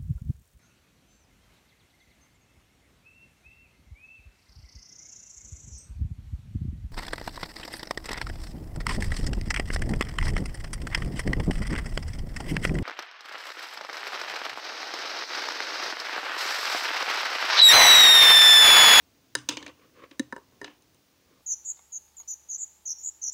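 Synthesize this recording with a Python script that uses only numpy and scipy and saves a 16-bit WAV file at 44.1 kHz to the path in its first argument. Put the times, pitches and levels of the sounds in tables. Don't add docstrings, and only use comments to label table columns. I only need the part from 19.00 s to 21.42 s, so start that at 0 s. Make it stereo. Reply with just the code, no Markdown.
import sys
import numpy as np
from scipy import signal
from scipy.fft import rfft, irfft, next_fast_len
from scipy.io import wavfile
from scipy.ndimage import map_coordinates

SR = 44100
rng = np.random.default_rng(int(sys.argv[2]) if len(sys.argv) > 2 else 0)


def transcribe(signal):
    frames = np.atleast_2d(signal).T
    limited = np.clip(frames, -1, 1)
    pcm = np.round(limited * 32767).astype(np.int16)
    wavfile.write(sys.argv[1], SR, pcm)


def rack_gain(trim_db):
    fader = np.asarray(trim_db, float)
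    return 10 ** (fader / 20)


N = 106854
RING_SAMPLES = SR // 12
RING_DB = -11.5
CATCH_S = 0.012


def unit(x):
    return x / np.sqrt(np.mean(x ** 2) + 1e-20)


def along(points, hz):
    f, v = np.transpose(points)
    return np.interp(np.log(hz + 1), np.log(f + 1), v)


def at_time(rows, s):
    when, *columns = np.transpose(rows)
    return [np.interp(s, when, column) for column in columns]


def filtered(x, response):
    m = next_fast_len(x.shape[-1] + 4096)
    spectrum = rfft(x, m) * response(np.fft.rfftfreq(m, 1 / SR))
    return irfft(spectrum, m)[..., :x.shape[-1]]


def wobble(rate):
    knots = rng.standard_normal(int(N * rate / SR) + 4)
    return map_coordinates(knots, [np.arange(N) * rate / SR])


def pan(db):
    return rack_gain(np.minimum(0, np.multiply.outer([1, -1], db)))


def hiss():
    # (frequency [Hz], level [dB])
    hiss_colour = [(300, 5), (600, 0.5), (1500, -2.5), (6500, -3.5), (7600, -10), (13800, -15.5),
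                   (14400, -4), (15500, -5.5)]
    noise = rng.standard_normal((2, N))
    return rack_gain(-63.5) * unit(filtered(noise, lambda hz: rack_gain(along(hiss_colour, hz)) * (hz < 15750)))


def hum():
    # (frequency [Hz], level [dB])
    hum_colour = [(20, -12), (45, -5), (75, 0), (110, -4), (160, -8.5), (210, -13.5), (270, -4.5),
                  (400, -16), (700, -21.5), (1200, -82.5)]
    # (time [s], level [dB])
    swell = [(0, 0), (.35, -0.5), (.6, 7), (.8, -0.5), (1.5, 0.5), (1.9, -1), (2.1, -6.5), (2.42, 1)]
    level_db, sway_db, alike = -64.5, 1.5, 0.77
    a, b = filtered(rng.standard_normal((2, N)), lambda hz: rack_gain(along(hum_colour, hz)))
    angle = np.arccos(alike) / 2
    common, apart = np.cos(angle) * a, np.sin(angle) * b
    sides = unit(np.array([common + apart, common - apart]))
    swell_db = np.interp(np.arange(N) / SR, *np.transpose(swell))
    return rack_gain(level_db + swell_db + sway_db * wobble(6.17)) * sides


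def whine():
    centre_hz, width_hz = 9200, 82
    noise = rng.standard_normal(N)
    band = filtered(noise, lambda hz: np.exp(-((hz - centre_hz) / width_hz) ** 2))
    return rack_gain(-82.5) * unit(band) * np.array([[0], [1]])


def ring(t, hz, db, t60, pan_db, rise_s):
    t = np.maximum(t, 0)
    phase = np.array([[1], [-1]]) * rng.uniform(0, np.pi / 2)
    shape = rack_gain(db - 60 * t / t60) * (1 - np.exp(-(t / rise_s) ** 2))
    return pan(pan_db)[:, None] * shape * np.sin(2 * np.pi * hz * t + phase)


def modes(t, rows, db, scatter_db=0, rise_s=0.00057):
    return sum(ring(t, hz, db + d + scatter_db * rng.normal(), t60, p, rise_s) for hz, d, t60, p in rows)


def caught(t, after_s, loss_db):
    return rack_gain(loss_db * (1 - np.exp(-(t / after_s) ** 4)))


def needle(t, s, db):
    bend_hz = [2075, 2905, 3860, 5000, 6280, 7545, 8910, 10480, 12300, 15100]
    # (level [dB], t60 [s], left-right difference [dB])
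    bend_rows = [(-16.5, 0.1, -15), (-11.5, 0.066, -11), (0.5, 0.034, -12), (0.5, 0.027, -13),
                 (10, 0.0073, -4), (2.5, 0.012, -27), (-2.5, 0.019, -22), (-7.5, 0.016, -13),
                 (-12, 0.0069, -6), (-27, 0.011, -8)]
    # (time [s], 2.9 kHz mode [dB], 5 kHz mode [dB], 6-7.5 kHz modes [dB], higher modes [dB])
    grip = [(.352, -13, 3, 1.5, 5), (.489, -12, 9.5, 6.5, 4), (.6, 0, 0, 11.5, 6), (.68, -2, 0, 12.5, 8),
            (1.11, -9, -4, -8, 4), (1.195, -3.5, -10.5, -1, -0.5), (1.325, 5, 1, -5.5, -6),
            (1.364, 10, -1, -3, 0), (1.615, 6, 2, 1.5, 2.5), (1.644, 17, 8.5, 3, -1), (1.82, 3, -8, 3, 8.5)]
    grip_column = [0, 1, 0, 2, 3, 3, 4, 4, 4, 4]
    grip_db = [0] + at_time(grip, s)
    shell_hz = rng.uniform(2750, 9500, size=24)
    shell = [(hz, -12.5, 0.03, -15) for hz in shell_hz]  # (Hz, dB, t60 s, left-right dB)
    bends = [(hz, d + grip_db[k], t60, p) for hz, (d, t60, p), k in zip(bend_hz, bend_rows, grip_column)]
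    head = t[:RING_SAMPLES]
    sound = modes(head, bends + shell, db) * caught(head, CATCH_S, -14.5)
    return np.pad(sound, ((0, 0), (0, len(t) - len(head))))


def shaft(t, upper_db, lower_db, middle_db, lowest_db, stretch):
    # (frequency [Hz], level [dB], t60 [s], left-right difference [dB])
    upper = [(1794, 3, 0.041, 22), (1380, -13.5, 0.064, 1.5)]
    # (frequency [Hz], level [dB], t60 [s], left-right difference [dB])
    lower = [(952, 3.5, 0.084, 11), (516.6, 1, 0.084, 19.5)]
    shaft_db, rise_s = 2.5, 0.00073
    sound = modes(t * stretch, upper, upper_db + shaft_db, 1, rise_s)
    sound += modes(t, lower, lower_db + shaft_db, 1.5, rise_s)
    sound += ring(t, 1578, lower_db + middle_db, 0.029, 15.5, rise_s)
    sound += ring(t, 401.4, lower_db + lowest_db, 0.089, 21, rise_s)
    return sound * caught(t, 0.0096, -7)


def table(t, s, upper_db, lower_db, thud_db):
    # (time [s], thud [Hz], free board ring [dB], middle shaft mode [dB], lowest shaft mode [dB])
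    hand = [(.35, 345, 13.5, 18.5, 5), (.49, 295, 6.5, 11, -5), (.7, 299, -4, -4, 9),
            (1.11, 300, -9, 3, -5.5), (1.19, 271, -14.5, 13, 14), (1.33, 251, -8.5, 9.5, 0),
            (1.38, 260, 4.5, 7, 8), (1.615, 304, 7, 2, 12), (1.63, 318, 3, -4, 22.5), (1.644, 318, 4, 9, 9),
            (1.68, 305, -1, 1, -6)]
    # (time [s], pitch [ratio])
    shaft_bend = [(.35, 0.98), (1.2, 1), (1.33, 0.97), (1.62, 1.011), (1.65, 0.96)]
    # (frequency [Hz], level [dB], t60 [s], left-right difference [dB])
    board = [(297.9, -3, 0.22, 16), (263, -19.5, 0.47, 21.5)]
    level_db, pan_db, rise_s, stop_s = 10.5, 21.5, 0.0065, 0.016
    hz, free_db, middle_db, lowest_db = at_time(hand, s)
    stretch = np.interp(s, *np.transpose(shaft_bend))
    shaft_sound = shaft(t, upper_db, lower_db, middle_db, lowest_db, stretch)
    late_tone = ring(t - 0.00521, 1058, lower_db + 11.5, 0.028, -35, 0.0073)
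    thud = ring(t, hz, thud_db + level_db, 0.09, pan_db, rise_s)
    thud *= np.exp(-(t / stop_s) ** 4)
    thud += sum(ring(t, f, thud_db + free_db + d, t60, p, rise_s) for f, d, t60, p in board)
    overtone = ring(t, 529.2, thud_db + level_db - 25, 0.12, pan_db, 0.00054)
    return shaft_sound + late_tone + thud + overtone


def click(t, s, ring_db, upper_db, lower_db, thud_db):
    crack_db = ring_db + RING_DB - 6 - 60 * t / 0.0012
    crack = np.diff(rng.standard_normal((2, len(t) + 1))) * rack_gain(crack_db) * pan(6.0)[:, None]
    frame = ring(t, 125.8, ring_db - 26.5, 0.25, 2.2, 0.03)
    ringing = needle(t, s, ring_db + RING_DB)
    return crack + ringing + table(t, s, upper_db, lower_db, thud_db) + frame


def room(x):
    # (frequency [Hz], t60 [s])
    room_t60 = [(250, 0.19), (1000, 0.4), (4000, 0.21), (9000, 0.28), (14000, 0.12)]
    # (frequency [Hz], level [dB])
    room_colour = [(200, 15), (650, -1), (980, 11.5), (1800, -4), (3100, 7), (4200, -1.5), (9000, -4.5),
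                   (12000, -13)]
    # (frequency [Hz], left-right difference [dB])
    room_pan = [(300, 25.5), (1000, 0), (4000, -2), (9000, -13)]
    delay_s, rise_s = 0.0099, 0.003
    wall_s, wall_spread_s, wall_gain = 0.036, 0.0027, 0.82
    hz, t, z = signal.stft(rng.standard_normal((2, SR // 3)), SR, nperseg=256)
    colour = rack_gain(along(room_colour, hz)) * pan(along(room_pan, hz))
    fade = rack_gain(-60 * t / along(room_t60, hz)[:, None])
    tail = signal.istft(z * colour[..., None] * fade, SR, nperseg=256)[1]
    age = np.arange(tail.shape[1]) / SR
    onset = np.clip((age - delay_s) / rise_s, 0, 1)
    wall = wall_gain * np.exp(-((age - wall_s) / wall_spread_s) ** 2)
    tail = tail * (onset + wall)
    tail = tail / np.linalg.norm(tail[0])
    blow = (0.53 * x[0] + x[1]) * rack_gain(-60 * np.arange(x.shape[1]) / SR / 0.014)
    return rack_gain(-9) * signal.fftconvolve(blow[None, :RING_SAMPLES], tail, axes=1)


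def slide():
    # (time [s], rise [s], fall [s], level [dB], top frequency [Hz])
    strokes = [(0.522, 0.046, 0.031, -43.5, 5160), (.6, 0.045, 0.085, -54.5, 4530),
               (0.689, 0.048, 0.023, -49, 3850), (0.829, 0.095, 0.059, -59, 3440),
               (1.0, 0.089, 0.083, -57, 3460), (1.05, 0.12, 0.017, -50.5, 2860),
               (1.123, 0.018, 0.033, -57, 4000), (1.4, 0.042, 0.029, -66, 1730),
               (1.53, 0.026, 0.049, -66, 1500), (1.679, 0.13, 0.05, -58.5, 4230),
               (2.33, 0.1, 0.11, -66, 2080)]
    # (frequency [Hz], level [dB])
    rub_colour = [(150, -8), (300, 1.5), (600, -16), (1100, -16), (2200, -7), (4000, -5.5), (9000, 2)]
    # (frequency [Hz], left-right difference [dB])
    rub_pan = [(200, 20.5), (1000, -1), (5000, -3.5)]
    # (frequency [Hz], width [Hz], level [dB])
    wood_modes = [(280, 16.8, -34.5), (520, 72, 29), (1094, 79, 28.5), (1780, 49, -2), (2023, 220, -3)]

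    def wood(f):
        return abs(sum(rack_gain(d) * 1j * f * w / (c * c - f * f + 1j * f * w) for c, w, d in wood_modes))

    t, out = np.arange(N) / SR, 0
    for s, rise, fall, db, top_hz in strokes:
        def colour(hz):
            rub = rack_gain(along(rub_colour, hz)) * (1 + 0.85 * wood(hz))
            return rub * pan(along(rub_pan, hz)) / (1 + (hz / top_hz) ** 4)

        noise = rng.standard_normal((2, N)) + 0.5 * rng.standard_normal(N)
        swell = np.where(t < s, np.clip(1 + (t - s) / rise, 0, 1), np.exp(-((t - s) / fall) ** 2))
        out = out + rack_gain(db) * swell * unit(filtered(noise, colour))
    return out * rack_gain(0.5 + 3 * wobble(150))


def skid(t, s, scrape_db, shaft_db, thud_db, tilt_db):
    # (frequency [Hz], level [dB])
    scrape = [(250, -65), (600, -11), (1200, -26.5), (2500, -0.5), (4200, 3), (6300, 1), (9200, -15.5),
              (11500, -50), (14800, -7), (16200, -23)]
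    # (frequency [Hz], left-right difference [dB])
    skid_pan = [(2500, -6), (4100, 2), (5000, -10.5), (9000, -1), (14800, 12)]
    hold_s, t60 = 0.0032, 0.048

    def colour(hz):
        tilt = tilt_db * np.log2(np.maximum(hz, 1500) / 4000)
        return rack_gain(along(scrape, hz) + tilt) * pan(along(skid_pan, hz))

    noise = rng.standard_normal((2, len(t))) + 0.61 * rng.standard_normal(len(t))
    grit = unit(filtered(noise, colour))
    shape = rack_gain(scrape_db - 7 - 60 * np.maximum(t - hold_s, 0) / t60) * np.minimum(1, t / 0.00046)
    ringing = needle(t, s, scrape_db + RING_DB - 10)
    return grit * shape * caught(t, CATCH_S, -11) + ringing + table(t, s, shaft_db, shaft_db - 5, thud_db)


def contacts():
    # (time [s], ring [dB], upper shaft [dB], lower shaft [dB], table [dB])
    clicks = [(0.352, -6.5, -19.5, -30.5, -42.5), (0.4887, -14, -31.5, -63, -64),
              (1.195, -11.5, -23, -43.5, -15), (1.3247, -30, -26.5, -31.5, -31.5),
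              (1.3634, -36.5, -35.5, -38, -55), (1.38, -47, -57, -46.5, -55),
              (1.5219, -62, -89, -62.5, -69), (1.6146, -33.5, -30, -40.5, -43),
              (1.6439, -34, -33, -47.5, -47), (1.8219, -48, -76, -73, -65), (1.9452, -48.5, -90, -86, -90),
              (0.511, -34, -48, -40, -53), (1.6293, -49, -43.5, -55.5, -58), (1.666, -48, -49, -64, -60)]
    # (time [s], scrape [dB], shaft [dB], table [dB], brightness [dB per octave])
    skids = [
        (0.4886, -13.5, -28, -31.5, -2),
        (0.57, -22.5, -38.5, -35.5, -10),
        (0.6265, -34.5, -39.5, -45, -8.5),
        (0.6635, -30, -47.5, -42.5, -15.5),
        (0.6779, -38.5, -45, -40, -10.5),
        (1.1108, -39.5, -48.5, -43, -13.5),
        (1.6439, -30.5, -50, -46, -10),
        (1.6783, -43, -43.5, -45, -17),
    ]
    # (time [s], level [dB])
    openness = [(.35, -1.5), (.49, 3.5), (.6, 2.5), (1.19, -6), (1.36, -5.5), (1.62, 4)]
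    out, t = np.zeros((2, N + SR)), np.arange(SR // 3) / SR
    for make, rows in ((click, clicks), (skid, skids)):
        for s, *levels in rows:
            direct = make(t, s, *levels)
            heard = room(direct) * rack_gain(np.interp(s, *np.transpose(openness)))
            heard[:, :len(t)] += direct
            out[:, round(s * SR):][:, :heard.shape[1]] += heard
    return out[:, :N]


def scene():
    return hiss() + hum() + whine() + contacts() + slide()


def band_limit(x):
    return signal.sosfilt(signal.butter(12, 16850, fs=SR, output="sos"), x)


def record(dry):
    low_hz, top_hz = 70, 16500
    band = filtered(dry, lambda hz: (hz < top_hz) * hz ** 2 / (hz ** 2 + low_hz ** 2))
    return band_limit(band)


dry = scene()
out = record(dry)
transcribe(out)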